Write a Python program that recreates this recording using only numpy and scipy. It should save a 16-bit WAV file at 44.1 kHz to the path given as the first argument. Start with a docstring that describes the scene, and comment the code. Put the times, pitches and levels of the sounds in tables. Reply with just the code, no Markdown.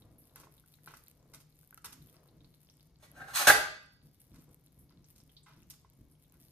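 """Broth simmers in a steel pot in a small kitchen: steam bubbles rumble, fizz and spit over the stove's hum.
For the first two seconds pieces of corn plop in, throwing spray and trapping bubbles that ring.
At 3 s a large metal spoon is dragged off its rest behind the pot: tiny slips make it scrape, then lock
into a loud squeal, and it rings as it lifts while the rest knocks on the counter.
From about 4.2 s the spoon pushes the corn under, with small sloshes and drips."""
import sys
import numpy as np
from scipy import signal
from scipy.fft import rfft, irfft
from scipy.io import wavfile
from scipy.ndimage import uniform_filter1d

SR = 44100
rng = np.random.default_rng(int(sys.argv[2]) if len(sys.argv) > 2 else 0)


def output_pcm(signal):
    """Save a mono or channel-first signal as 16-bit PCM at the path in sys.argv[1].

    Samples are clipped to [-1, 1] before scaling.
    """
    pcm = np.clip(np.atleast_2d(signal).T, -1, 1) * 32767
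    wavfile.write(sys.argv[1], SR, np.round(pcm).astype(np.int16))


N = 287158
TIME = np.arange(N) / SR

# corn and spoon entering the broth: start_s, level_db, fade_s, spray_db
SPLASHES = [(0.357, -58, 0.029, 1.5), (0.399, -69, .012, -3), (0.433, -61, 0.012, -0.5),
            (0.471, -85, 0.028, -2), (0.8745, -54.5, 0.02, -13), (0.904, -65, 0.022, -5),
            (0.936, -55, 0.0095, -3), (0.966, -64, 0.015, 2), (1.334, -57, 0.018, 3),
            (1.401, -68.5, 0.0086, 15.5), (1.776, -52.5, 0.0023, 3.5), (1.842, -53.5, 0.034, 0),
            (1.857, -61.5, 0.0043, 25), (1.923, -62.5, 0.014, 8), (2.136, -72.5, 0.035, -6),
            (4.337, -71.5, 0.061, 1), (4.904, -71, 0.019, -19), (5.154, -81, 0.041, 16),
            (5.461, -62.5, 0.064, -16), (5.7, -71.5, 0.018, 18), (5.730, -68, 0.012, 8),
            (5.846, -71, 0.011, -21), (6.33, -74.5, 0.026, -22)]
# wet body of a splash: freq_hz, level_db
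SPLASH_EQ = [(200, -16), (700, -9.5), (1000, -1.5), (1450, -2), (2100, -4.5), (3000, -9.5), (6000, -14),
             (12000, -41.5)]
# bright spray on top of it: freq_hz, level_db
SPRAY_EQ = [(800, -36), (2500, -4.5), (4000, -2.5), (6500, 3.5), (8000, 0), (11500, 1), (14000, 1),
            (16000, -37)]
# drops and single bubbles: start_s, level_db, pitch_hz
DRIPS = [(0.0214, -58.5, 3750), (0.4707, -59, 1010), (0.58, -60, 3540), (0.639, -66.5, 1440),
         (0.7393, -56.5, 4000), (0.7866, -66, 1770), (0.875, -46.5, 1400), (0.9385, -51.5, 1300),
         (1.071, -57, 4150), (1.6314, -71, 1510), (1.727, -55, 1510), (2.0188, -61, 3900),
         (2.087, -61.5, 3260), (2.287, -60, 4100), (2.4063, -61, 3620), (2.4456, -55.5, 4200),
         (2.6993, -53, 5440), (2.808, -58, 4700), (5.0434, -56, 5850), (5.2024, -55.5, 5300),
         (5.2949, -58.5, 3230), (5.6254, -65, 2656), (5.8475, -62, 992), (6.2464, -66, 3457)]
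# flurries of like-sized droplets: start_s, level_db, pitch_hz, fade_s
FLURRIES = [(0.183, -62.5, 12000, 0.036), (4.2, -64, 11000, 0.018), (4.788, -66.5, 11460, 0.04),
            (5.101, -67.5, 12960, 0.018), (5.366, -56.5, 4000, 0.012), (5.432, -66, 7760, 0.012),
            (6.112, -70, 10320, 0.024)]

# strokes of the spoon over its rest, first touch to final skid: start_s, rise_s, hold_s, pressure_db, grit_db
STROKES = [(2.994, 0.0052, 0.026, -74, -72), (3.021, 0.0034, 0.028, -66, -59.5),
           (3.121, 0.049, .17, -52, -63), (3.18, 0.023, 0.016, -46, -69), (3.255, .03, .075, -47, -57),
           (3.323, 0.036, 0.067, -46, -29), (3.383, .015, 0.019, -28.5, -35.5),
           (3.43, .015, 0.03, -40, -37), (3.467, 0.0048, 0.029, -18, -18)]
# resonances of the spoon lying on its rest: freq_hz, width_hz, level_db
SPOON_BODY = [(620, 17, -17), (800, 70, -6), (1441, 55, -1.5), (1569, 60, 1), (2056, 50, -15),
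              (2350, 46, -20), (3760, 60, -23)]
# higher resonances that its edge excites: freq_hz, width_hz, level_db
SPOON_EDGE = [(2560, 64, -10), (3344, 35, 4), (4170, 100, 6), (4700, 150, 2.5), (6470, 660, -1.5),
              (8230, 69, 4), (9610, 80, -4.5), (11060, 610, -2), (11300, 80, -3)]
# gritty hiss of the edge: freq_hz, level_db
GRIT_EQ = [(100, -25), (300, -29), (600, -22), (1000, 6), (2000, 4), (3200, -1), (4500, -1), (7000, -1),
           (9000, 0), (12000, 0.5), (14500, -6.5), (16000, -26)]
# stick-slip squeals as the spoon skids off: start_s, length_s, level_db, pitch_hz
SQUEALS = [(3.4697, 0.0053, -19, 1575), (3.479, 0.018, -16.5, 1584), (3.496, 0.0043, -18, 1590),
           (3.5004, 0.0082, -11, 1618)]
# knocks of the rest on the counter: start_s, level_db
KNOCKS = [(3.028, -53.5), (3.475, -16.5), (3.500, -18), (3.588, -31.5)]
# modes of the rest and counter: pitch_hz, level_db, t60_s
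REST_MODES = [(62, -7.5, 0.38), (107, -15.5, .2), (175, -14, .14), (445, -7, 0.22), (560, -9.5, 0.2),
              (618.7, 7, 0.062), (835, -7, 0.065), (855, -1.5, 0.065), (1206, -3, 0.2), (1958, -6, 0.4),
              (2240, -9, .22), (3460, -5, .12)]
# free ring of the lifted spoon: pitch_hz, level_db, t60_s
SPOON_MODES = [(1470, -35.5, 0.55), (1690, -37.5, 0.48), (2880, -50, .55), (3540, -51, 0.81),
               (4600, -38, 0.61), (4856, -41.5, .8), (4470, -50.5, 0.31), (11510, -66.5, 1.4)]

# smooth swells as big steam bubbles heave the surface: centre_s, half_length_s, rumble_db, gurgle_db
HEAVES = [(0.034, 0.2, -58.5, -71), (0.404, 0.14, -68.5, -68.5), (0.894, 0.057, -63, -71.5),
          (1.285, 0.12, -64.5, -73.5), (1.976, 0.12, -58, -84), (2.23, 0.16, -69, -70.5),
          (2.436, 0.085, -57.5, -81), (3.246, 0.15, -58.5, -67), (4.051, .04, -63.5, -77),
          (4.364, 0.065, -56, -73), (4.5, 0.033, -62.5, -69.5), (4.812, 0.054, -59.5, -77.5),
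          (4.983, 0.051, -57, -79), (5.2, 0.15, -66, -87), (5.58, 0.045, -57, -85), (5.696, .06, -62, -95),
          (6.013, 0.034, -56.5, -90), (6.149, 0.057, -66, -99), (6.43, 0.11, -64, -82)]
# low end of the boil: freq_hz, level_db
RUMBLE_EQ = [(25, -18), (45, -9.5), (62, 1), (85, -8.5), (135, 2.5), (200, -5.5), (290, -5.5), (400, -21),
             (700, -43)]
# its throaty mids: freq_hz, level_db
GURGLE_EQ = [(150, -23), (330, -2), (550, -1), (800, -8), (1300, -14), (2500, -27), (6000, -39)]
# its fizzy top: freq_hz, level_db
FIZZ_EQ = [(500, -30.5), (2000, -15), (4000, -11.5), (7500, -13), (10000, -6), (12500, -2.5), (14500, -2.5),
           (16000, -16)]
# fader ride on the fizz: time_s, level_db
FIZZ_RIDE = [(0, -75.5), (0.6, -72), (1.08, -67.5), (1.2, -75), (1.55, -79), (1.78, -67), (2.0, -75),
             (2.14, -66), (2.38, -76), (2.8, -72.5), (2.97, -81), (4.0, -83.5), (4.25, -72.5), (4.8, -75.5),
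             (4.95, -86), (5.12, -73.5), (6.03, -78), (6.42, -70)]
# sharp spits of bursting bubbles: start_s, level_db
SPITS = [(0.359, -33), (0.552, -51.5), (0.662, -53), (0.9697, -43), (1.038, -42), (1.0825, -38),
         (1.1137, -45), (1.6752, -42.5), (1.7085, -41.5), (1.7446, -34.5), (1.7756, -36), (2.0717, -43.5),
         (2.7702, -48), (3.1156, -41), (4.5447, -42.5), (4.6626, -42.5), (5.237, -46.5), (5.7005, -30.5),
         (5.9, -44.5), (6.3228, -48.5)]
# bright snap of a spit: freq_hz, level_db
SPIT_EQ = [(1000, -23.5), (4000, -19.5), (7500, -15.5), (10000, -6.5), (12500, -3), (14500, -10),
           (16000, -7.5)]

# room tone of the kitchen: freq_hz, level_db
AIR_EQ = [(18, -37), (30, -8), (59, -2), (103, -6.5), (152, 1.5), (199, -12), (307, -15.5), (453, -19),
          (1780, -33), (2190, -33), (2690, -36), (3870, -32), (7000, -35.5), (9100, -68.5), (15400, -120)]
# stove hum: pitch_hz, level_db
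HUM = [(150.7, -73), (2218, -96)]
# reverb time of the kitchen: freq_hz, t60_s
ROOM_T60 = [(100, 0.37), (500, 0.46), (1500, 0.5), (4000, 0.56), (8000, .38), (14000, .27)]

LIFT_S = 3.505  # the spoon leaves its rest
SAG_DB_PER_S, RELEASE_S = 69, 0.0083  # a stroke eases off while it lasts, then stops
RUMBLE_DB, GURGLE_DB, AIR_DB = -71, -85, -67.5  # steady beds under everything
TOP_HZ = 15200


def splashes(attack_s, bubbles_db, cycles, count=12):
    """Each entry into the broth throws a fading cloud of droplets and traps a few ringing bubbles."""
    body, spray, bubbles = np.zeros((3, N))
    t = TIME[:SR // 2]
    for s, db, fade_s, spray_db in SPLASHES:
        cloud = amp(db) * (1 - np.exp(-t / attack_s)) * np.exp(-t / fade_s)
        add(body, s, cloud)
        add(spray, s, cloud * amp(spray_db))
        for late, pitch, size in rng.random((count, 3)):
            ping = bubble(1150 * 3.5 ** pitch, cycles, glide=0.025)
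            add(bubbles, s + 2 * late * fade_s, ping * size * amp(db + bubbles_db - 36 * late))
    body *= colour(grains(per_s=2600, spread_db=3.0), SPLASH_EQ)
    spray *= colour(grains(per_s=1400, spread_db=6.6), SPRAY_EQ)
    return body + spray + bubbles


def drips(gain_db, cycles):
    """Single drops fall back and ring a small bubble."""
    out = np.zeros(N)
    for s, db, hz in DRIPS:
        add(out, s, amp(db + gain_db) * bubble(hz, cycles, glide=0.01))
    return out


def flurries(spread):
    """Droplets of nearly one size patter down, so they ring in one band."""
    out, t = np.zeros(N), TIME[:SR // 4]
    for s, db, hz, fade_s in FLURRIES:
        band = signal.butter(2, [hz / (1 + spread), hz * (1 + spread)], "bandpass", fs=SR, output="sos")
        patter = unit(signal.sosfilt(band, rng.laplace(size=len(t))))
        add(out, s, amp(db) * patter * np.exp(-t / fade_s))
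    return out


def scrape(rattle_db, edge_db, hiss_db):
    """Tiny slips, in uneven bursts, shake the spoon's resonances; its edge adds a gritty hiss."""
    pressure, edge = drag() * amp(rattle_db * walk(per_s=220))
    slips = grains(per_s=5000, spread_db=2.2) * pressure
    grit = grains(per_s=12000, spread_db=1.8) * edge
    body = low_cut(resonate(slips, SPOON_BODY), hz=450)
    bite = low_cut(resonate(grit, SPOON_EDGE), hz=1800)
    return body + amp(edge_db) * bite + amp(hiss_db) * colour(grit, GRIT_EQ)


def drag():
    """Pressure and grit envelopes of the spoon's strokes: each rises, eases off and lets go."""
    pressure, grit = np.zeros((2, N))
    for s, rise_s, hold_s, pressure_db, grit_db in STROKES:
        held_s = np.maximum(TIME - s - rise_s, 0)
        attack = np.clip((TIME - s) / rise_s, 0, 1) ** 2
        release = np.exp(-np.clip((held_s - hold_s) / RELEASE_S, 0, 20))
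        envelope = attack * amp(-SAG_DB_PER_S * held_s) * release
        pressure = np.hypot(pressure, amp(pressure_db) * envelope)
        grit = np.hypot(grit, amp(grit_db) * envelope)
    return np.array([pressure, grit])


def squeal(wobble, overtone_db):
    """For some milliseconds the slips lock onto the spoon's bending mode."""
    out = np.zeros(N)
    for s, length_s, db, hz in SQUEALS:
        n = int(length_s * SR)
        waver = unit(uniform_filter1d(rng.standard_normal(SR // 10), size=60))[:n]
        phase = 2 * np.pi * np.cumsum(hz * (1 + wobble * waver)) / SR
        tone = np.sin(phase) + amp(overtone_db) * np.sin(2 * phase)
        add(out, s, amp(db) * unit(tone * signal.windows.tukey(n, .4)))
    return out


def clatter(knock_db, ring_db, turn_db):
    """The rest rocks on the counter; the spoon rings free, swelling and fading as it turns."""
    knocks, free_ring = np.zeros((2, N))
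    knock = ring(REST_MODES)
    for s, db in KNOCKS:
        add(knocks, s, amp(db + knock_db) * knock)
    add(free_ring, LIFT_S, ring(SPOON_MODES))
    return low_cut(knocks, hz=69.8) + free_ring * amp(ring_db + turn_db * walk(per_s=19))


def simmer(rumble_db, gurgle_db, fizz_db, cluster_db):
    """Steam bubbles collapse on the pot's floor, heave the surface and burst in clusters of fine ticks."""
    rumble, gurgle = amp(RUMBLE_DB), amp(GURGLE_DB)
    for s, half_s, low_db, mid_db in HEAVES:
        swell = np.exp(-np.minimum(((TIME - s) / half_s) ** 2, 20))
        rumble = np.hypot(rumble, swell * amp(low_db + rumble_db))
        gurgle = np.hypot(gurgle, swell * amp(mid_db + gurgle_db))
    rumble *= colour(grains(per_s=730, spread_db=3.7), RUMBLE_EQ)
    gurgle *= colour(grains(per_s=700, spread_db=1.8), GURGLE_EQ)
    fizz = colour(grains(per_s=900, spread_db=6), FIZZ_EQ)
    ride_db = np.interp(TIME, *np.transpose(FIZZ_RIDE))
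    fizz *= amp(ride_db + fizz_db + cluster_db * walk(per_s=29))
    return rumble + gurgle + fizz


def pops(db, spread_db, count=300):
    """Tiny bubbles snap all over the surface, each ringing for only a few cycles."""
    out = np.zeros(N)
    for when, pitch, softness in rng.random((count, 3)):
        snap = bubble(2600 * 5.3 ** np.sqrt(pitch), cycles=3, glide=.01)
        add(out, when * N / SR, amp(db - spread_db * np.sqrt(softness)) * snap)
    return out


def spits(gain_db, fade_s):
    """A film of broth snaps: a very short, bright tick."""
    out, t = np.zeros(N), TIME[:SR // 100]
    for s, db in SPITS:
        snap = colour(rng.standard_normal(len(t)) * np.exp(-t / fade_s), SPIT_EQ)
        add(out, s, amp(db + gain_db) * snap / np.abs(snap).max())
    return out


def kitchen(air_db, pan_db):
    """Still room air and the steady hum of the stove."""
    mid, side = (colour(rng.standard_normal(N), AIR_EQ) for _ in range(2))
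    side = low_cut(side, hz=250)  # keeps the bass mono
    air = amp(AIR_DB + air_db) * (mid + .5 * side * np.array([[1], [-1]]))
    hum = sum(np.sqrt(2) * amp(db) * np.sin(2 * np.pi * hz * TIME) for hz, db in HUM)
    return pan(air + hum, pan_db)


def place(x, lag, pan_db, near_db, near_s, room_db, bands=14):
    """Direct sound, lag samples late on the left, quick echoes off nearby steel, and the kitchen's tail."""
    t = TIME[:int(.8 * SR)]
    hz = np.fft.rfftfreq(len(t), 1 / SR)
    mid, side = rfft(rng.standard_normal((2, len(t))))
    width = np.minimum(0.36 + hz / 2200, .9)  # long waves reach left and right nearly alike
    field = (mid + np.array([[1], [-1]]) * width * side) / np.sqrt(1 + width ** 2)
    centres = np.geomspace(80, 16000, bands)
    tail = 0
    for centre, weights in zip(centres, np.eye(bands)):
        band = irfft(field * on_log_axis(hz, np.c_[centres, weights]), len(t))
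        tail = tail + band * np.exp(-np.log(1000) * t / on_log_axis(centre, ROOM_T60))
    tail *= 1 - np.exp(-t / 0.0032)  # the tail fades in
    near = irfft(field, len(t))[:, ::-1] * np.exp(-t / near_s)
    echoes = (amp(near_db) * unit(near) + amp(room_db) * unit(tail)) / np.sqrt(len(t))
    reverb = signal.fftconvolve(x[None], echoes, axes=1)[:, :N]
    direct = np.array([np.roll(x, lag), x])
    return pan(direct + reverb, pan_db)


def bubble(hz, cycles, glide):
    """A short ring whose pitch rises as the bubble nears the surface."""
    age = TIME[:int(6 * cycles / hz * SR)] * hz / cycles  # in decay times
    return np.exp(-age) * np.sin(2 * np.pi * cycles * age * (1 + glide * age))


def ring(modes):
    """Decaying sines of a struck object."""
    t = TIME[:SR]
    return sum(amp(db - 60 * t / t60) * np.sin(2 * np.pi * hz * t) for hz, db, t60 in modes)


def resonate(x, peaks):
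    """Drive resonances with a force, keeping its power; narrow ones ring longer."""
    modes = [(hz, db + 20 * np.log10(width), np.log(1000) / (np.pi * width)) for hz, width, db in peaks]
    response = ring(modes)
    return signal.fftconvolve(x, response / np.linalg.norm(response))[:N]


def grains(per_s, spread_db):
    """Crackle: random clicks of very unequal size, rms 1."""
    size_db = spread_db * np.minimum(rng.exponential(size=N), 4)
    hits = rng.random(N) < per_s / SR
    return unit(hits * rng.choice([-1, 1], N) * amp(size_db))


def walk(per_s):
    """Random levels joined by straight lines."""
    return np.interp(TIME * per_s, np.arange(N), rng.standard_normal(N))


def colour(x, eq, size=4096):
    """Minimum-phase EQ, so clicks keep their attack; white noise keeps its power."""
    gains = amp(on_log_axis(np.fft.rfftfreq(size, 1 / SR), eq))
    cepstrum = irfft(np.log(gains))
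    cepstrum[1:size // 2] *= 2
    cepstrum[size // 2 + 1:] = 0
    response = irfft(np.exp(rfft(cepstrum)))
    return signal.fftconvolve(x, response / np.linalg.norm(response))[:len(x)]


def low_cut(x, hz):
    """Thin out the bass below hz."""
    return signal.sosfilt(signal.butter(2, hz, "highpass", fs=SR, output="sos"), x)


def on_log_axis(hz, points):
    """Read a curve of freq_hz, value points at any frequency."""
    freq_hz, value = np.transpose(points)
    return np.interp(np.log(hz + 1), np.log(freq_hz), value)


def pan(stereo, db):
    """Tip the balance to the left by db."""
    return stereo * amp(np.array([[db], [-db]]) / 2)


def add(track, s, sound):
    """Mix a sound into a track at time s."""
    i = int(np.clip(s * SR, 0, N - 1))
    track[i:i + len(sound)] += sound[:N - i]


def amp(db):
    """Decibels to gain."""
    return 10 ** (np.asarray(db) / 20)


def unit(x):
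    """Scale to rms 1."""
    return x / np.sqrt(np.mean(x ** 2) + 1e-30)


def scene():
    """The pot is close and dry; the spoon, hidden behind it, is heard largely through the room."""
    boil = simmer(rumble_db=-1.5, gurgle_db=-0.5, fizz_db=-2.5, cluster_db=6)
    boil += pops(db=-49.5, spread_db=18.0)
    boil = place(boil, lag=4, pan_db=2.4, near_db=-10, near_s=.005, room_db=-8)
    plops = splashes(attack_s=0.0014, bubbles_db=4.0, cycles=4.2)
    plops += drips(gain_db=5.5, cycles=2.6) + flurries(spread=0.15)
    plops = place(plops, lag=4, pan_db=-2.0, near_db=0.0, near_s=0.0081, room_db=-6.5)
    snaps = spits(gain_db=1.5, fade_s=0.00035)
    snaps = place(snaps, lag=4, pan_db=1, near_db=-9, near_s=.002, room_db=-14)
    spoon = scrape(rattle_db=1.5, edge_db=-9, hiss_db=0.0)
    spoon += clatter(knock_db=-9.0, ring_db=-3, turn_db=4.0)
    spoon = place(amp(-6.0) * spoon, lag=-2, pan_db=-0.6, near_db=2.5, near_s=.005, room_db=1.5)
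    skid = squeal(wobble=0.042, overtone_db=-26.0)
    skid = place(skid, lag=-1, pan_db=-1.8, near_db=-13.0, near_s=0.0024, room_db=-11)
    return boil + plops + snaps + spoon + skid + kitchen(air_db=-2.0, pan_db=2.5)


def record(dry):
    """A steep high cut takes the very top off the mix."""
    return signal.sosfilt(signal.ellip(10, .2, 80, TOP_HZ, fs=SR, output="sos"), dry)


dry = scene()
out = record(dry)
output_pcm(out)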